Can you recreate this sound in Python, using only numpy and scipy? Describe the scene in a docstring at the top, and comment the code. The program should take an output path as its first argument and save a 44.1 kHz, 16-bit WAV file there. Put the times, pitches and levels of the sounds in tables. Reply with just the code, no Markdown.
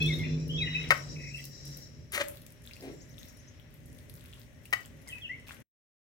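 """A kitchen, stereo microphone close to a pan where a spoon turns pasta in thick sauce. From the start
the sauce crackles and smacks as tiny bubbles tear open; beyond the open window birds call over insects and
traffic, and a vehicle drones away by 2 s. The spoon knocks the pan ringing at 0.9 s, scrapes and knocks
at 2.2 s, then scrapes lightly. Thin chirps follow at 3 s, a last knock at 4.7 s and more bird calls,
before the sound fades out quickly at 5.6 s."""
import sys
import numpy as np
from scipy import signal
from scipy.fft import rfft, irfft, next_fast_len
from scipy.io import wavfile
from scipy.ndimage import map_coordinates

SR = 44100
rng = np.random.default_rng(int(sys.argv[2]) if len(sys.argv) > 2 else 0)


def digitize_waveform(pressure):
    """Quantize a signal to 16-bit integers and store it at the path in sys.argv[1].

    Rows of a 2-D input are taken as channels; values are limited to [-1, 1].
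    """
    field = np.atleast_2d(pressure).T
    bounded = np.clip(field, -1, 1)
    quanta = np.round(bounded * 32767).astype(np.int16)
    wavfile.write(sys.argv[1], SR, quanta)


N = 272538

# Turns of the spoon, close up: (start [s], length [s], crackle [dB], slosh [dB])
STIRS = [(0, 0.12, -62, -77.5), (0.58, .28, -71, -89), (1.335, 0.1, -63, -80), (1.648, 0.14, -63.5, -67),
         (2.226, 0.16, -69.5, -64), (2.643, 0.28, -65.5, -66.5), (3.172, 0.15, -67.5, -71),
         (3.708, 0.38, -72, -87.5), (4.168, 0.25, -66.5, -66.5), (4.634, 0.035, -68.5, -80),
         (4.776, 0.09, -70.5, -66.5), (5.066, 0.13, -69.5, -64.5), (5.475, 0.047, -58, -55.5)]
# Sauce letting go of spoon and pasta: (time [s], level [dB], pitch [Hz], left over right [dB])
SMACKS = [(0.0276, -32.5, 11600, -1), (.0613, -33.5, 8800, -1), (.1391, -38, 11600, 5),
          (.1565, -42.5, 14000, -4), (.1695, -43, 15000, -2), (.188, -39, 11140, 4),
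          (.1947, -38, 3500, 4.5), (0.4806, -38, 12010, 2), (.831, -46.5, 8650, 0.5),
          (.8895, -36, 8900, -0.5), (.9767, -39.5, 10500, 6.5), (1.373, -39.5, 9100, 3.5),
          (1.441, -35.5, 5130, 1), (1.4535, -35.5, 11200, 9), (1.6536, -38, 10500, 1),
          (1.6775, -42.5, 11500, 9), (1.771, -37, 12100, 7), (2.1215, -26.5, 10740, 6),
          (2.2374, -38, 12700, 11.5), (2.2798, -39.5, 11330, 10), (2.357, -40.5, 13700, 4),
          (2.372, -42.5, 3987, 1), (2.4182, -39, 11540, 3), (2.4643, -41, 11960, -3.5),
          (2.5047, -44.5, 10100, 2), (2.5222, -42, 12400, -8), (2.6379, -46, 10700, -5),
          (2.663, -40, 14900, -8.5), (2.6743, -38.5, 3600, 3), (2.711, -40.5, 2450, 4),
          (2.735, -39, 4560, 8), (2.766, -45, 2570, 3), (2.8087, -39.5, 5000, -2),
          (3.0946, -45, 14200, 4.5), (3.1819, -42, 3500, 9), (3.188, -40, 12800, 9),
          (3.2313, -42.5, 3870, 9), (3.2555, -43.5, 15280, 8.5), (3.2864, -43.5, 12600, 4),
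          (3.3714, -45.5, 10200, 10), (3.598, -50, 3200, 10), (3.7412, -43.5, 13200, 4),
          (3.8611, -43.5, 11290, 0), (3.929, -45, 10800, 2), (3.9853, -45.5, 9700, 5.5),
          (4.0968, -37.5, 11300, 6), (4.153, -43.5, 15000, -1.5), (4.162, -42, 12600, -4.5),
          (4.2587, -42, 11500, 0.5), (4.3345, -44.5, 3230, 10), (4.3963, -41, 14580, 7.5),
          (4.6544, -39, 11000, -4), (4.6555, -45.5, 2700, 4), (4.7072, -40.5, 15500, 7),
          (4.807, -43, 14900, 7), (4.851, -48, 3150, 8), (4.8589, -38.5, 7700, -3),
          (5.017, -47, 10400, 0.5), (5.076, -41.5, 5040, 2), (5.0818, -39.5, 11400, -2.5),
          (5.1103, -40.5, 11800, 0.5), (5.1552, -45, 12400, -4), (5.1835, -42.5, 2470, 3),
          (5.399, -48, 9000, 2), (5.468, -49.5, 10700, -2), (5.4835, -43, 2580, -5), (5.4955, -42, 2490, 6),
          (5.5182, -41, 3430, -2), (5.545, -42, 11300, 7), (5.6029, -46.5, 11370, 4.5)]
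def sauce():
    """Stirred sauce crackles and sloshes, never quite at rest; each smack leaves a spray of crackle."""
    rest_db, spray_db, spray_t60 = -79.5, -12, .034
    motion = np.array([stir(s, length) for s, length, _, _ in STIRS])
    crackle, slosh = amp(np.array(STIRS)[:, 2:]).T @ motion
    kicks = np.zeros(N)
    for s, db, _, _ in SMACKS:
        kicks[round(s * SR)] = amp(db + spray_db)
    crackle += amp(rest_db) + signal.lfilter([1], [1, -amp(-60 / spray_t60 / SR)], kicks)
    close = crackle * fizz(12300, spread=.57, uneven_db=4.5, count=9000)
    close += slosh * fizz(3020, spread=.49, uneven_db=3.5, count=6000)
    close += bubbles(*np.transpose(SMACKS), cycles=1.2)
    return close + amp(-12) * from_pan(close[0], lag_s=.0049, wet_db=8)


def stir(start, length, rise_s=.0073, t60=.12):
    """The sauce's motion in one turn: a quick rise, a hold, a decay."""
    t = np.arange(N) / SR - start
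    return np.clip(1 + t / rise_s, 0, 1) * amp(-60 * np.clip(t - length, 0, 9) / t60)


def fizz(hz, spread, uneven_db, count):
    """A dense swarm of tiny bubbles, rms 1."""
    when, size = rng.random((count, 2)).T
    detune, side = rng.standard_normal((count, 2)).T
    pitch = np.clip(hz * np.exp(spread * detune), 800, 16000)
    return unit(bubbles(when * N / SR, -uneven_db * np.log(size), pitch, 3 + 3 * side, cycles=.54))


def bubbles(s, db, hz, left_db, cycles):
    """Bubbles tearing open: sines that swell and die in a few cycles, a little later on the right."""
    samples = np.arange(160)
    turns = samples / SR * hz[:, None]
    wave = amp(db)[:, None] * np.sin(2 * np.pi * turns) * turns / cycles * np.exp(1 - turns / cycles)
    ports = []
    for side, late in (1, 0), (-1, rng.random(len(s)) * 24):
        at = np.round(s * SR + late).astype(int)[:, None] + samples
        panned = wave * amp(side * left_db / 2)[:, None]
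        ports.append(np.bincount(at.ravel(), panned.ravel(), N)[:N])
    return np.array(ports)


# Spoon on pan, with its bounces: (time [s], strength [dB], low-mode gain [dB], crack gain [dB])
KNOCKS = [(0.906, -5.5, -1, -19.5), (.9125, -11, -6, -25), (.919, -13.5, 5, -23), (2.1768, -23, 5.5, -10),
          (2.212, -32.5, 9, -7), (4.7272, -18, 0, -14.5), (4.7322, -16, -1.5, -16.5),
          (4.7348, -15.5, -5.5, -27)]
# The pan's modes: (frequency [Hz], gain [dB], t60 [s])
PAN_MODES = [(574, -20, 0.069), (747, -16.5, 0.031), (860, -16, 0.0251), (1010, -10.5, 0.019),
             (1100, -13.5, 0.037), (1273, -8.5, 0.035), (1532, -11.5, .03), (1700, -10, 0.019),
             (1940, -3, 0.035), (2087, 3.5, 0.011), (2604, -13, .025), (3000, -14.5, 0.038),
             (3860, -12, 0.012), (4680, -18, 0.018), (5220, -13, 0.011), (6415, -24, .03),
             (7630, -14, 0.0087)]
def knocks(low_hz=1600, crack_t60=.032, rise_s=.00099):
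    """Each knock rings the pan's modes over a crack of noise."""
    x, t = np.zeros(N + SR), np.arange(SR // 2) / SR
    for s, db, low_db, crack_db in KNOCKS:
        ring = sum(amp(level + low_db * (hz < low_hz) + rng.normal(0, 1.95) - 60 * t / t60)
                   * np.sin(2 * np.pi * hz * t) for hz, level, t60 in PAN_MODES)
        crack = amp(crack_db - 60 * t / crack_t60) * rng.standard_normal(len(t))
        x[round(s * SR):][:len(t)] += amp(db) * (ring + crack) * (1 - np.exp(-t / rise_s))
    return x[:N]


# Spoon along the pan, one curve a stroke: (time [s], pressure [dB])
STROKES = [
    [(2.116, -54.5), (2.145, -37), (2.162, -33.5), (2.174, -40.5), (2.198, -40.5), (2.212, -31),
     (2.222, -36), (2.236, -59), (2.3, -76)],
    [(2.8, -73.5), (2.83, -59), (2.848, -54.5), (2.87, -55.5), (2.945, -67), (2.97, -72)],
]
# What each stroke shakes out of the pan: (starting ring gain [dB], thud gain [dB])
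STROKE_GAINS = [(-22, -11.5), (-30.5, 11.5)]
# The rasp's spectrum: (frequency [Hz], gain [dB])
RASP = [(410, -40), (700, -12), (1000, -9), (1090, -4.5), (1980, -2), (2330, -2), (4120, -10.5),
        (5540, -20.5), (8000, -16), (10400, -38), (17600, -120)]
def scrapes(ring_db_per_s=258, dull_db_per_s=199):
    """Dense grit shakes the loaded pan; as the spoon digs in, the grit dulls and the pan rings more."""
    x = np.zeros(N)
    grit = rng.standard_normal(N) * amp(1.5 * wobble(180))
    shake = lambda level, colour: filtered(level * grit, colour) / np.std(filtered(grit, colour))
    for stroke, (ring_db, thud_db) in zip(STROKES, STROKE_GAINS):
        db, gate = curves(stroke)
        push = gate * amp(db)
        dig_s = np.clip(np.arange(N) / SR - stroke[0][0], 0, .09)
        rasp = shake(push, spectrum(RASP))
        ring = shake(push * amp(ring_db + ring_db_per_s * dig_s), resonances([(571.4, 14, 0)]))
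        thud = shake(push * amp(thud_db), lambda f: resonances([(343, 266, 0)])(f) ** 2)
        crisp = shake(push * amp(2.5 - dull_db_per_s * dig_s), resonances([(10860, 18000, 0)]))
        x += rasp + ring + thud + crisp
    return x


# Sound from the pan, louder in the microphone's left port at some pitches: (frequency [Hz], left over right
# [dB])
PAN_PORT_BALANCE = [(500, 1), (1200, 3.5), (2000, 10.5), (3300, 5.5), (10000, 4)]
# Kitchen walls: (frequency [Hz], t60 [s])
KITCHEN_DECAY = [(400, 0.52), (2000, 0.23), (6000, 0.29), (14000, 0.3)]
def from_pan(x, lag_s, wet_db):
    """The short path from pan to microphone, with the kitchen's reverberation."""
    return microphone(x, PAN_PORT_BALANCE, lag_s, KITCHEN_DECAY, wet_db)


# Calls far off in the yard:
# (start [s], length [s], first pitch [Hz], last pitch [Hz], level [dB], decay [dB], pitch jitter [ratio])
CALLS = [(0, 0.07, 3330, 3400, -38.5, 5, 0.03), (0, 0.46, 4160, 3990, -50.5, 21, 0.02),
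         (.002, 0.048, 2553, 2606, -26.5, 15.5, 0.01), (0.049, 0.057, 3378, 3670, -31, 10, 0.03),
         (0.081, 0.053, 2300, 2010, -31.5, 14.5, 0.01), (0.097, 0.27, 3470, 3500, -50.5, 11, 0.02),
         (.115, 0.046, 3682, 3790, -39.5, 3.5, .009), (0.118, 0.028, 1970, 1950, -45, 6, 0),
         (.18, 0.064, 2157, 2125, -42.5, 0.5, 0.02), (0.223, 0.048, 2325, 2510, -41, 10, 0.08),
         (0.222, 0.12, 2023, 2000, -44.5, 23, .055), (0.238, 0.22, 2490, 2530, -52, 16, .055),
         (0.488, .12, 2990, 3485, -42.5, -4, 0.03), (0.571, 0.065, 3726, 3874, -40.5, 1, 0),
         (.578, 0.051, 2720, 2465, -36.5, -2, 0.02), (0.614, 0.057, 3850, 3820, -27.5, 9.5, 0),
         (0.619, 0.044, 2230, 1770, -34, 10, 0.02), (.65, 0.29, 2800, 2900, -44.5, 11, 0.07),
         (.66, 0.23, 2024, 2100, -44.5, 8, 0.05), (0.696, 0.16, 3842, 3800, -37.5, 14.5, .009),
         (0.743, 0.042, 2550, 2646, -27.5, 3.5, 0.02), (1.01, 0.14, 7700, 8600, -67, 10, 0.06),
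         (1.15, 0.19, 2554, 2514, -52, 0.5, 0.04), (1.189, .12, 2047, 2180, -55.5, -4, 0.08),
         (1.36, 0.064, 2090, 2080, -54.5, -1.5, 0.07), (1.375, 0.039, 2950, 2745, -49, 0, 0.07),
         (1.27, .18, 7200, 8250, -63, 6, 0.06), (1.334, 0.064, 2640, 2680, -38, 16.5, 0.02),
         (1.625, 0.066, 7550, 7950, -83, -17, 0), (2.921, 0.16, 7150, 7260, -65, 5.5, 0.01),
         (5.068, 0.04, 2090, 1926, -46, 6.5, 0.03), (5.09, 0.0427, 3310, 2690, -46, 2, 0),
         (5.1, .16, 1963, 1980, -61, 11, 0.03), (5.117, 0.063, 2610, 2500, -40, 9.5, 0.01),
         (5.209, 0.064, 3510, 2465, -46.5, -6.5, 0.01), (5.244, 0.24, 2930, 2790, -61, 11.5, 0.07),
         (5.29, 0.069, 1905, 2260, -38, 9, 0.02), (5.337, 0.13, 2008, 2050, -60.5, 5, 0.02),
         (5.55, 0.056, 1514, 1556, -65.5, 4.5, .009)]
# One quick chirp: (time [s], pitch [Hz], gain [dB])
CHIRP = [(0, 5450, 8), (.008, 5530, -3), (.014, 6290, 1), (0.023, 6660, -3), (.04, 6230, -14)]
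# Its repeats: (time [s], level [dB])
CHIRP_REPEATS = [(3.004, -57), (3.095, -62), (3.184, -61), (3.274, -59.5), (3.385, -62), (3.471, -63)]
# Sound through the window, louder in the microphone's left port at some pitches: (frequency [Hz], left over
# right [dB])
WINDOW_PORT_BALANCE = [(2300, 4.2), (3300, 1.4), (6000, 4)]
# Yard walls: (frequency [Hz], t60 [s])
YARD_DECAY = [(1500, 0.23), (4000, 0.3), (8000, 0.19)]
def birds():
    """Distant gliding notes, smeared by the yard; the less steady the pitch, the raspier the call."""
    song = np.zeros(N)
    tremble, flutter = wobble(260), amp(2.77 * wobble(90))

    def sing(s, hz, level, jitter):
        on = slice(round(s * SR), round(s * SR) + len(hz))
        phase = 2 * np.pi * np.cumsum(hz * (1 + jitter * tremble[on])) / SR
        song[on] += flutter[on] * level * np.sqrt(2) * np.sin(phase)

    for s, length, first_hz, last_hz, db, decay_db, jitter in CALLS:
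        t = np.arange(round(length * SR)) / SR
        swell_db = 12 * np.clip(1 - t / .014, 0, 1)
        drop_db = 13.5 * np.clip(1 - (length - t) / .01425, 0, 1)
        gate = np.clip(np.minimum(t, length - t) / .0056, 0, 1)
        level = gate * amp(db - decay_db * t / length - swell_db - drop_db)
        sing(s, first_hz + (last_hz - first_hz) * t / length, level, jitter)
    hz, shape_db, gate = (c[:round(CHIRP[-1][0] * SR)] for c in curves(CHIRP))
    for s, db in CHIRP_REPEATS:
        sing(s, hz, gate * amp(db + shape_db), jitter=.08 * wobble(1200)[:len(hz)])
    return microphone(song, WINDOW_PORT_BALANCE, lag_s=.000496, decay=YARD_DECAY, wet_db=-4.5)


# A vehicle leaving, out on the street: (time [s], fifth order [Hz], level [dB])
ENGINE = [(0, 153, -31.5), (.43, 157, -35), (.88, 157, -43.5), (.97, 139, -46.5), (1.16, 147, -46.5),
          (1.35, 138, -44), (1.58, 140, -55.5), (1.7, 141, -44.5), (1.82, 142, -55), (2.1, 138, -60)]
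def engine():
    """A strong fifth engine order drones over its weaker neighbours."""
    hz, db, gate = curves(ENGINE)
    turn = 2 * np.pi * np.cumsum(hz) / SR / 5
    weaker = sum(amp(level + 2.6 * wobble(5.2)) * np.sin(order * turn)
                 for order, level in ((2, -14.5), (8, -15), (11, -19.5), (14, -22.5)))
    return gate * np.sqrt(2) * amp(db + 2.5 * wobble(12)) * (np.sin(5 * turn) + weaker)


# Road rumble and far-off tyres, through the window: (time [s], level [dB])
ROAD_LEVEL = [(0, -35.5), (.4, -39), (.8, -43.5), (1.4, -53.5), (2.4, -62.5), (2.9, -57), (3.2, -63.5),
              (4.3, -56), (4.8, -64), (5.4, -58.5)]
TYRE_LEVEL = [(0, -55), (.48, -65.5), (.93, -54.5), (1.28, -67.5), (2.6, -69.5), (3.6, -66), (4.2, -70),
              (5.4, -66.5)]
# Spectra of road, tyres and the town behind: (frequency [Hz], gain [dB])
ROAD_COLOUR = [(15, -45.5), (25, -26), (54, -5), (102, -5), (156, 2.5), (205, -20.5), (262, -7),
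               (362, -13.5), (560, -19), (738, -36), (1200, -40.5), (1560, -65.5), (2640, -120)]
TYRE_COLOUR = [(400, -21.5), (700, -4), (1300, -4), (2000, 1.5), (3300, -5), (4500, -12.5), (6000, -37.5)]
TOWN_COLOUR = [(15, -39.5), (30, -14.5), (55, -1), (120, 0), (200, -12), (400, -28), (800, -120)]
def traffic():
    """The road rumbles and tyres hiss over the steady rumble of the town."""
    road = rush(curves(ROAD_LEVEL)[0] + 4.2 * wobble(9), spectrum(ROAD_COLOUR), left_db=-1.6)
    tyres = rush(curves(TYRE_LEVEL)[0] + 1.2 * wobble(6.2), spectrum(TYRE_COLOUR), left_db=7)
    town = rush(-55 + 1.1 * wobble(2.4), spectrum(TOWN_COLOUR), left_db=0)
    return road + tyres + town


# Insects outside the window: (time [s], level [dB])
INSECT_LEVEL = [(0, -50.5), (.35, -56), (.8, -54), (1.74, -53.5), (2.2, -75), (2.72, -75), (2.9, -66.5),
                (3.5, -69.5), (3.8, -78), (5.4, -75.5)]
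# Their bands, a filter passed twice: (centre [Hz], width [Hz], gain [dB])
INSECT_BANDS = [(3930, 270, -5.5), (5030, 400, -5), (5596, 140, 3), (6040, 980, -7), (7360, 600, -7)]
def insects():
    """A chorus blurred into flickering bands of high noise."""
    db = curves(INSECT_LEVEL)[0] + 2 * wobble(30)
    return rush(db, lambda f: resonances(INSECT_BANDS)(f) ** 2, left_db=5)


# Kitchen air around the microphone: (frequency [Hz], gain [dB])
AIR_COLOUR = [(120, -36.5), (200, -5), (249, 0.5), (366, -17.5), (548, -10), (1160, -37.5), (1940, -13.5),
              (2380, -29.5), (3970, -40.5), (4520, -41.5), (5730, -31), (6170, -24), (7270, -30.5),
              (16000, -35.5)]
# Faint steady tones: (frequency [Hz], level [dB])
HUM = [(236.9, -68), (409.1, -73), (549.1, -73), (608.3, -71.5)]
def room_tone():
    """Still air and a faint hum, both wavering slightly."""
    t = np.arange(N) / SR
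    air = rush(-62.5 + 2.7 * wobble(4), spectrum(AIR_COLOUR), left_db=6)
    return air + sum(amp(db + .69 * wobble(6.4)) * np.sin(2 * np.pi * hz * t) for hz, db in HUM)


# Diffuse sound at the microphone: (frequency [Hz], left-right correlation [0-1])
LIKENESS = [(60, 0.71), (150, 0.66), (400, 0.43), (1000, .05), (15000, .02)]
def rush(db, colour, left_db):
    """Coloured stereo noise, most alike at the two ports in the bass."""
    angle = lambda hz: np.arccos(along(LIKENESS, hz)) / 2
    split = lambda hz: colour(hz) * [np.cos(angle(hz)), np.sin(angle(hz))]
    mid, side = filtered(rng.standard_normal((2, N)), split)
    return amp(db + [[left_db / 2], [-left_db / 2]]) * unit(np.array([mid + side, mid - side]))


def microphone(x, left, lag_s, decay, wet_db):
    """Two ports: the right one hears the sound later and softer; then the walls answer."""
    lean = lambda hz: amp(along(left, hz) / 2)
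    ports = filtered(x, lambda hz: np.array([lean(hz), np.exp(-2j * np.pi * hz * lag_s) / lean(hz)]))
    hz, t, noise = signal.stft(rng.standard_normal((2, SR // 2)), SR, nperseg=256)
    tail = signal.istft(noise * amp(-60 * t / along(decay, hz)[:, None]), SR, nperseg=256)[1]
    return ports + amp(wet_db) * signal.fftconvolve(ports, tail / np.linalg.norm(tail[0]), axes=1)[:, :N]


def amp(db):
    return 10 ** (np.asarray(db) / 20)


def unit(x):
    return x / np.sqrt(np.mean(x ** 2) + 1e-20)


def along(points, hz):
    """(Hz, value) points on a log axis."""
    f, v = np.transpose(points)
    return np.interp(np.log(hz + 1), np.log(f + 1), v)


def spectrum(points):
    """Response through (Hz, dB) points."""
    return lambda f: amp(along(points, f))


def resonances(modes):
    """Causal response of (Hz, width, dB) modes."""
    return lambda f: sum((-1) ** k * amp(db) * 1j * f * width / (hz * hz - f * f + 1j * f * width)
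                         for k, (hz, width, db) in enumerate(modes))


def curves(rows):
    """One value per sample for each column, and a gate open while the rows last."""
    s, *cols = np.transpose(rows)
    t = np.arange(N) / SR
    return [np.interp(t, s, c) for c in cols] + [np.clip(np.minimum(t - s[0], s[-1] - t) / .006, 0, 1)]


def wobble(rate):
    """A smooth random curve, rate knots a second."""
    return map_coordinates(rng.standard_normal(int(N * rate / SR) + 4), [np.arange(N) * rate / SR])


def filtered(x, response):
    """x times a complex response of frequency."""
    m = next_fast_len(N + SR // 2)
    return irfft(rfft(x, m) * response(np.fft.rfftfreq(m, 1 / SR)), m)[..., :N]


def scene():
    """The pan up close, the yard and street beyond the window."""
    background = birds() + engine() + traffic() + insects() + room_tone()
    spoon = from_pan(knocks() + scrapes(), lag_s=.00019, wet_db=-8.5)
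    return sauce() + spoon + background


# The closing fade: (time [s], level [dB])
FADE = [(5.622, 0.5), (5.635, -38.5), (5.72, -64), (5.8, -120)]
def record(dry, ceiling=.93, top_hz=15900):
    """The input saturates softly on the loudest knock; the sound fades out; the top treble is cut."""
    soft = dry / (1 + np.abs(dry / ceiling) ** 4) ** .25
    return filtered(soft * amp(curves(FADE)[0]), lambda hz: hz < top_hz)


dry = scene()
out = record(dry)
digitize_waveform(out)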